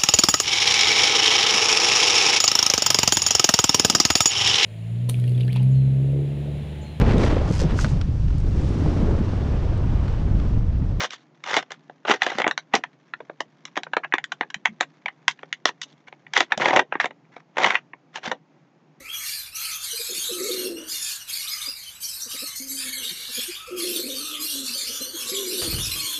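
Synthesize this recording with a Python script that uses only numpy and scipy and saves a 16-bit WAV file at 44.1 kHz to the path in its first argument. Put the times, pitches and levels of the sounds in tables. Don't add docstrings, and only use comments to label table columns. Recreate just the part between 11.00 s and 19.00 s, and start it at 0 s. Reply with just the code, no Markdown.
import sys
import numpy as np
from scipy import signal
from scipy.fft import rfft, irfft, next_fast_len
from scipy.io import wavfile
from scipy.ndimage import uniform_filter1d, map_coordinates

SR = 44100
rng = np.random.default_rng(int(sys.argv[2]) if len(sys.argv) > 2 else 0)


def persist_wave(psi):
    counts = np.round(np.clip(psi, -1, 1) * 32767).astype(np.int16)
    wavfile.write(sys.argv[1], SR, np.atleast_2d(counts).T)


N = 352800

# t/s, flip time/s, f/Hz, level/dB,
# depth/dB (how much the air in the bag joins in), edge/dB (how sharp the ridge is)
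CREASE_SNAPS = [(0.0025, 0.0055, 2250, -29.5, 4, -13), (0.034, 0.0049, 1580, -27.5, -2.5, -4.5),
                (0.1056, 0.0024, 2430, -33.5, -44, -4.5), (0.131, 0.0036, 1910.0, -34.5, -6.5, -8),
                (0.4383, 0.0041, 2176, -30, -10, -12.0), (0.495, 0.0055, 1794, -33, -10, -6),
                (0.5105, 0.0055, 1760, -27, -3.5, -7.5), (0.5408, 0.002, 2030, -18.5, -15, -10.5),
                (0.5658, 0.0025, 2060, -16, -2.0, -9.5), (0.572, 0.0043, 1850, -20, -2, -9.5),
                (0.6264, 0.0036, 1994, -34.5, -4, -12.5), (0.705, 0.0044, 2060, -35, -1, -13),
                (0.7175, 0.0037, 2080, -32, -3.5, -5.5), (0.8968, 0.0017, 1622, -40, 6, -26.5),
                (1.05, 0.0079, 1460.0, -26, 0.5, -25.5), (1.081, 0.005, 1978, -22, -1.5, -17.5),
                (1.0959, 0.0045, 1983, -18.5, 6.0, -14.5), (1.106, 0.0041, 1414, -13, -6, -20),
                (1.112, 0.0051, 1950.0, -11.5, -7, -13.5), (1.219, 0.0035, 1904, -10.5, -24.5, -21),
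                (1.2312, 0.0044, 1963, -22, -15, -9), (1.2648, 0.0035, 1720, -18.5, -3, -14.5),
                (1.3, 0.0055, 2010, -25.5, -32, -15), (1.317, 0.0052, 1580, -27.0, -1, -23),
                (1.3842, 0.0024, 1990, -20.5, 2.5, -12), (1.3992, 0.0053, 1960, -19.5, 1.5, -22.5),
                (1.4178, 0.0017, 2000, -17.5, -13, -20.5), (1.4426, 0.0034, 2130, -15.5, -7.5, -34),
                (1.4657, 0.0024, 1830, -18, 4, -35), (1.4775, 0.0021, 1576, -17.5, -8, -13.5),
                (1.5108, 0.0022, 1786, -17.5, -20, -19), (1.577, 0.0018, 1991, -19, -15.5, -11),
                (1.7369, 0.0086, 1940, -12.5, 1, -19.5), (1.751, 0.0055, 2044, -20, -16, 0),
                (1.8375, 0.0025, 1898, -21, -17.5, -23), (2.137, 0.0018, 1647, -22, -40.5, -33),
                (2.203, 0.007, 1510, -37, 6.5, -25), (2.2966, 0.0035, 1656, -35.5, 7, -32),
                (2.4042, 0.0035, 1902, -21.5, -3, -11.5), (2.6528, 0.0023, 2094, -33.5, -9, -2),
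                (2.7665, 0.0042, 1857, -26.5, -1, -15.5), (2.774, 0.0022, 1820.0, -18.5, -5.5, -16.5),
                (2.8334, 0.0015, 2014, -29, -15, -9.5), (2.8665, 0.0043, 1472, -34.5, -1, -50),
                (2.934, 0.0034, 1607, -17.5, -13, -31.0), (2.967, 0.0032, 1743, -15.5, 0.0, -25.5),
                (3.045, 0.0039, 1690.0, -25, -14.5, -42), (3.1238, 0.0026, 1940, -17, -44, -57.5),
                (3.1378, 0.0025, 1792, -11, -9.5, -25.5), (3.1826, 0.0016, 1924, -19.0, -25.5, -25),
                (3.241, 0.0015, 1925, -23.5, -69, -14), (3.319, 0.0064, 1517, -21, -19.5, -15.5),
                (3.4098, 0.0016, 1895, -16, -6.5, -28), (3.431, 0.0039, 1673, -27, -17, -37),
                (3.5013, 0.0055, 1660, -32.5, -23, -12.5), (3.543, 0.0029, 1936, -22.0, -39, -13),
                (3.6522, 0.002, 1797, -23.5, -14.5, -19.0), (3.6562, 0.0016, 2010.0, -9, -27.5, -21.5),
                (3.8031, 0.0039, 1948, -30.5, -13.5, -14), (3.8087, 0.0013, 1890, -13.5, -13, -13),
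                (4.0588, 0.0023, 2158, -19.5, -14, -26), (4.0818, 0.0048, 1904, -22.5, -26, -28.5),
                (4.2803, 0.0021, 1880.0, -9.0, -22.5, -11.0), (4.3904, 0.0035, 1848, -39.0, -22, -23.5),
                (4.4312, 0.0023, 1847, -34, 0.5, -21.5), (4.5269, 0.0022, 1982, -19.0, -74, -14.5),
                (4.6544, 0.0032, 1900.0, -12.5, -6, -5.0), (4.6904, 0.0023, 1795, -25.0, -6, -19),
                (4.8152, 0.0055, 1980, -27.5, -36.5, -4), (5.0794, 0.0052, 1567, -42.5, -3, -16.5),
                (5.1263, 0.0013, 1770.0, -37.0, -0.5, -25), (5.266, 0.0035, 1904, -36, -25.0, -31.5),
                (5.3352, 0.0035, 1720.0, -22.0, -18, -9.0), (5.3653, 0.0028, 1925, -8.5, -32, -20.5),
                (5.374, 0.0055, 2020.0, -16, -4.5, -6.5), (5.4043, 0.004, 1980.0, -10.5, -11.5, -12.5),
                (5.5202, 0.0051, 1724, -9.5, -25, -27), (5.5757, 0.0031, 1650, -30, 5.5, 0.5),
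                (5.6182, 0.0032, 2024, -14.5, -18.5, -31.5), (5.6563, 0.0041, 2113, -12, -5.5, -21.5),
                (5.684, 0.0038, 1736, -16, -11, -18.5), (5.7068, 0.004, 2040.0, -16.5, -2, -25.0),
                (5.7612, 0.0048, 1930.0, -12, -6, -13.5), (5.7697, 0.0031, 2240.0, -12.5, -8.0, -31),
                (5.7923, 0.0054, 1907, -8, -7, -22.5), (5.9233, 0.0033, 1572, -19.5, -5.5, -45.5),
                (5.9533, 0.003, 1747, -21, -2, -50), (6, 0.0026, 1783, -12.5, -27, -29),
                (6.0427, 0.003, 1750, -19.5, -4, -26.5), (6.0563, 0.0042, 2149, -20.5, -9, -18.5),
                (6.1076, 0.0039, 1946, -36.5, 1.5, -24.5), (6.3637, 0.0048, 2220, -37.5, 4, -20),
                (6.569, 0.0034, 1790.0, -22.5, -3, -23.5), (6.5824, 0.0015, 2070, -18.5, -4.5, -18),
                (6.6333, 0.0036, 1920.0, -17.5, -14, -13), (6.643, 0.0052, 2127, -7, -18, -24.5),
                (6.6615, 0.0043, 1978, -15.0, -20, -15), (6.705, 0.0028, 2170.0, -13, -22, -24.5),
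                (6.744, 0.0038, 1980.0, -20, -27, -25.5), (6.7532, 0.0024, 1950, -10.0, -34, -33.5),
                (6.9334, 0.0055, 2209, -32.5, -6, -50.0), (7.1572, 0.0031, 1753, -28, -8.5, -9),
                (7.2585, 0.0047, 1710, -32, -14, -5), (7.3145, 0.0041, 1856, -19, -2.5, -18)]
# t/s, hold/s, crumple level/dB, swell during the hold/dB,
# flex/dB and fizz/dB (both added to the crumple level)
HAND_SQUEEZES = [(0, 0.048, -29, -4, -6.5, -2), (.115, 0.029, -43, 5.5, -7.5, 0),
                 (.465, .12, -31, 9.5, -5.5, -6), (.718, 0.014, -42, 0.5, -9, -6.5),
                 (1.085, 0.067, -28.5, -5.5, -2, -6.5), (1.225, .14, -36.5, -8, -3, -5.5),
                 (1.39, 0.011, -29, 2.5, -6, -12), (1.458, .035, -44, 0.5, 10, -13),
                 (1.745, 0.014, -26.5, 5.5, -3.5, -13.5), (5.358, 0.061, -26.5, -2, -8, -6),
                 (5.512, 0.027, -38.5, 0, 1, -12.5), (5.608, .09, -27.5, -2.5, 1.5, -9.5),
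                 (5.735, .055, -26.5, -1.5, 6.5, -9.5), (5.935, .015, -37.5, -1.5, -3.5, -17.5),
                 (6.01, 0.047, -36.5, -4, -4, -10), (6.582, 0.091, -27, 0, 1.5, -8.5),
                 (6.68, .09, -31.5, -1.5, -6.5, -11.5), (7.151, 0.027, -40, 3, -3.5, -5),
                 (7.24, 0.042, -34.5, 2.5, -2.5, -6), (7.318, .006, -39, -0.5, 9.5, -9.5)]
# t/s, length/s, hiss level/dB, body level/dB
SHORT_RASPS = [(0.174, 0.066, -60, -61), (2.668, 0.027, -53, -47.5), (2.754, .014, -43.5, -34),
               (3.031, 0.024, -55, -32), (3.139, 0.025, -50, -32), (3.662, .02, -46, -34),
               (3.815, .025, -45, -33), (3.931, .03, -62.5, -59.5), (4.299, 0.023, -38, -37.5),
               (4.669, 0.029, -33.5, -32), (4.823, 0.022, -34.5, -42.5), (4.875, .06, -58, -61),
               (5.07, 0.024, -52.5, -44), (5.997, 0.023, -35, -21.5), (6.24, .02, -68.5, -57.5),
               (6.316, 0.096, -61, -51.5)]
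# t/s, peak level/dB
HAND_BUMPS = [(1.352, -32), (3.561, -36), (3.687, -33), (3.719, -37), (3.826, -50), (5.574, -26.5),
              (5.606, -32), (7.275, -28)]

# f/Hz, level/dB
CREASE_TONE = [(300, -88.5), (1000, -22.5), (1450, 7), (2000, 5.5), (2750, 3), (3500, -25), (7000, -89.5)]
HOLLOW_TONE = [(30, -44), (85, -39.5), (135, -14.5), (320, 2.5), (600, 3.5), (760, -1.5), (1000, -30),
               (2500, -87.5)]
PANEL_TONE = [(150, -75), (450, -21), (740, 9.5), (1000, 9), (1300, 5), (1700, -22), (4000, -86)]
BITE_TONE = [(1400, -85), (2300, -30.5), (2900, 2), (3550, 2.5), (4000, -2.5), (4600, -18.5), (5600, -45.5),
             (9000, -88)]
CRACK_TONE = [(2500, -80.5), (4000, -17), (4700, -0.5), (5150, -2), (5750, 1.5), (6900, -4), (7600, -11.5),
              (8100, -25), (8700, -20.5), (9400, -39), (15500, -33)]
FLEX_TONE = [(30, -39.5), (85, -38), (135, -9.5), (330, -3.5), (800, 3), (1050, -2), (1400, -24.5),
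             (3000, -92)]
CRUMPLE_TONE = [(250, -77), (700, -17), (1000, 0.5), (1500, 1), (2050, 2), (2900, -7.5), (3700, -31.5),
                (7000, -88.5)]
FIZZ_TONE = [(1500, -81), (2300, -28), (2900, 4), (3550, 3), (4100, -2), (5100, -6.5), (5800, -4),
             (6900, -11), (7600, -19.5), (8100, -29.5), (8700, -29.5), (9400, -37.5), (15500, -48.5)]
HUM_TONE = [(70, -68.5), (98, -38), (128, -5.5), (155, 3.5), (195, -8), (280, -3), (450, -13), (800, -14),
            (1500, -22.5), (2100, -24), (4000, -34.5), (6700, -37.5), (8500, -61.5), (12000, -79.5)]

# f/Hz, fade time/s
ECHO_FADE = [(200, 0.21), (1000, 0.07), (3000, 0.089), (7000, 0.085)]
# f/Hz, level/dB
ECHO_LEVEL = [(200, -8.5), (1000, -6), (2000, -8.5), (4000, -9), (7000, -7)]


def snaps(rise_s=0.00035, roughness=0.75, size=1024):
    starts, flip_s, hz, level, depth, edge = np.transpose(CREASE_SNAPS)
    t = clock(size)
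    attack = 1 - np.exp(-t / rise_s)
    flip = attack * np.exp(-(t / (0.99 * flip_s[:, None])) ** 2)
    quick_flip = attack * np.exp(-(t / (0.91 * flip_s[:, None])) ** 2)
    noise = rng.standard_normal((len(starts), 5, size))
    ring = unit(np.sin(2 * np.pi * hz[:, None] * t) * flip)
    rasp = unit(filtered(noise[:, 0] * flip, CREASE_TONE))
    bursts = at_level(ring + roughness * rasp, level)
    bursts += at_level(filtered(noise[:, 1] * flip, HOLLOW_TONE), level + depth)
    bursts += at_level(filtered(noise[:, 2] * flip, PANEL_TONE), level + 0.3 * depth)
    bursts += at_level(filtered(noise[:, 3] * quick_flip, BITE_TONE), level + 0.5 * edge + 1)
    bursts += at_level(filtered(noise[:, 4] * quick_flip, CRACK_TONE), level + edge)
    out = np.zeros(N)
    for start, burst in zip(starts, bursts):
        add(out, start, in_room(burst))
    return out


def rustle():
    buckles = swarm(per_second=1100, spread_db=4, fade_s=0.0015)
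    out = np.zeros(N)
    for gain, tone in zip(squeeze_gains(), (FLEX_TONE, CRUMPLE_TONE, FIZZ_TONE)):
        out += gain * unit(filtered(buckles * rng.standard_normal(N), tone))
    return in_room(out)[:N]


def squeeze_gains(grip_db_per_s=998, release_db_per_s=700.5, lead_s=0.06):
    gains = np.zeros((3, N))
    t = clock(SR // 2) - lead_s
    for start, hold, level, swell, flex, fizz in HAND_SQUEEZES:
        since = t[t >= -start]
        db = level + swell * (np.clip(since / hold, 0, 1) - 0.5)
        db += grip_db_per_s * np.minimum(since, 0)
        db -= release_db_per_s * np.maximum(since - hold, 0)
        for gain, offset in zip(gains, (flex, 0, fizz)):
            add(gain, start + since[0], amp(db + offset))
    return gains


def small_flips(middle_hz=1500, life_s=0.0028, level_db=5, spread_db=3, count=800):
    effort = squeeze_gains()[1]
    out, t = np.zeros(N), clock(600)
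    shape = t / life_s * np.exp(1 - 2 * t / life_s)
    for sample, (pitch, strength) in zip(rng.integers(N, size=count), rng.standard_normal((count, 2))):
        hz = middle_hz * np.exp(0.85 * np.tanh(pitch))
        ring = np.sin(2 * np.pi * hz * t) * shape
        add(out, sample / SR, effort[sample] * amp(level_db + spread_db * strength) * ring)
    return in_room(out)[:N]


def rasps(ramp_s=0.0068):
    hiss_gain, body_gain = np.zeros((2, N))
    for start, length, hiss_db, body_db in SHORT_RASPS:
        t = clock(round(length * SR))
        shape = np.clip(np.minimum(t, length - t) / ramp_s, 0, 1)
        add(hiss_gain, start, amp(hiss_db) * shape)
        add(body_gain, start, amp(body_db) * shape)
    grit = swarm(per_second=1200, spread_db=3, fade_s=0.001) * rng.standard_normal(N)
    hiss = hiss_gain * unit(filtered(grit, FIZZ_TONE))
    body = body_gain * unit(filtered(grit, CRUMPLE_TONE))
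    return in_room(hiss + body)[:N]


def bumps(middle_hz=215, fade_s=0.044, rise_s=0.0051):
    out, t = np.zeros(N), clock(6000)
    shape = (1 - np.exp(-t / rise_s)) * amp(-60 * t / fade_s)
    for (start, db), detune in zip(HAND_BUMPS, rng.normal(0, 0.08, len(HAND_BUMPS))):
        note = np.sin(2 * np.pi * middle_hz * np.exp(detune) * t) * shape
        add(out, start, in_room(amp(db) * note / np.abs(note).max()))
    return out


def fingertips(level_db=-66, fizz_db=-5, until_s=5.5):
    ticks = swarm(per_second=120, spread_db=3, fade_s=0.002) * rng.standard_normal(N)
    ticks *= clock(N) < until_s
    body = unit(filtered(ticks, CRUMPLE_TONE))
    fizz = amp(fizz_db) * unit(filtered(ticks, FIZZ_TONE))
    return amp(level_db) * in_room(body + fizz)[:N]


def in_room(sound, build_s=0.0014, size=8192):
    hz, t, bands = signal.stft(rng.standard_normal(size), SR, nperseg=256)
    fade = amp(-60 * t / read_curve(ECHO_FADE, hz)[:, None])
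    echo = signal.istft(bands * fade, SR, nperseg=256)[1][:size]
    echo *= 1 - np.exp(-(clock(size) / build_s) ** 2)
    response = filtered(echo / np.linalg.norm(echo), ECHO_LEVEL)
    response[0] += 1
    return signal.fftconvolve(sound, response)


def room_hum(level_db=-51, waver_db=0.66, wavers_per_s=9):
    steps = rng.standard_normal(int(N * wavers_per_s / SR) + 4)
    waver = map_coordinates(steps, [clock(N) * wavers_per_s])
    return amp(level_db - waver_db * waver) * unit(filtered(rng.standard_normal(N), HUM_TONE))


def swarm(per_second, spread_db, fade_s):
    happens = rng.random(N) < per_second / SR
    hits = happens * amp(spread_db * np.minimum(rng.exponential(size=N), 3))
    energy = signal.fftconvolve(hits ** 2, np.exp(-2 * clock(1024) / fade_s))[:N]
    return unit(np.sqrt(np.abs(energy)))


def filtered(x, tone):
    n = x.shape[-1]
    padded = 2 * next_fast_len(n)
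    gain = amp(read_curve(tone, np.fft.rfftfreq(padded, 1 / SR)))
    cepstrum = irfft(np.log(gain + 1e-6), padded)
    cepstrum[1:padded // 2] *= 2
    cepstrum[padded // 2 + 1:] = 0
    return irfft(rfft(x, padded) * np.exp(rfft(cepstrum)), padded)[..., :n]


def read_curve(points, hz):
    freqs, values = np.transpose(points)
    return np.interp(np.log(hz + 1), np.log(freqs), values)


def at_level(bursts, db, span_s=0.0027):
    return bursts / np.linalg.norm(bursts, axis=1, keepdims=True) * np.sqrt(span_s * SR) * amp(db)[:, None]


def amp(db):
    return 10 ** (np.asarray(db) / 20)


def unit(x):
    return x / np.sqrt(np.mean(x ** 2) + 1e-20)


def clock(size):
    return np.arange(size) / SR


def add(track, start_s, sound):
    part = track[max(round(start_s * SR), 0):][:len(sound)]
    part += sound[:len(part)]


def scene():
    return (snaps() + rustle() + small_flips() + rasps() + fingertips() + bumps() + room_hum())[None]


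def reduce_noise(x, margin_db=17, cut_db=-8, size=512):
    bands = signal.stft(x, nperseg=size)[2]
    power = np.abs(uniform_filter1d(np.abs(bands) ** 2, size=5, axis=1))
    quiet = np.quantile(power, 0.2, axis=2, keepdims=True)
    opening = power / (power + quiet * amp(margin_db) ** 2 + 1e-20)
    return signal.istft(bands * amp(cut_db * (1 - opening)), nperseg=size)[1][:, :N]


def record(dry, gain_db=0.05, hardness=5, treble_hz=8700, treble_db=-11, top_hz=16000):
    clean = amp(gain_db) * reduce_noise(dry)
    rounded = clean / (1 + np.abs(clean) ** hardness) ** (1 / hardness)
    hz = np.fft.rfftfreq(N, 1 / SR)
    treble_cut = amp(treble_db * (1 - 1 / (1 + (hz / treble_hz) ** 20)))
    return irfft(rfft(rounded) * treble_cut * (hz < top_hz), N)


dry = scene()
out = record(dry)
persist_wave(out)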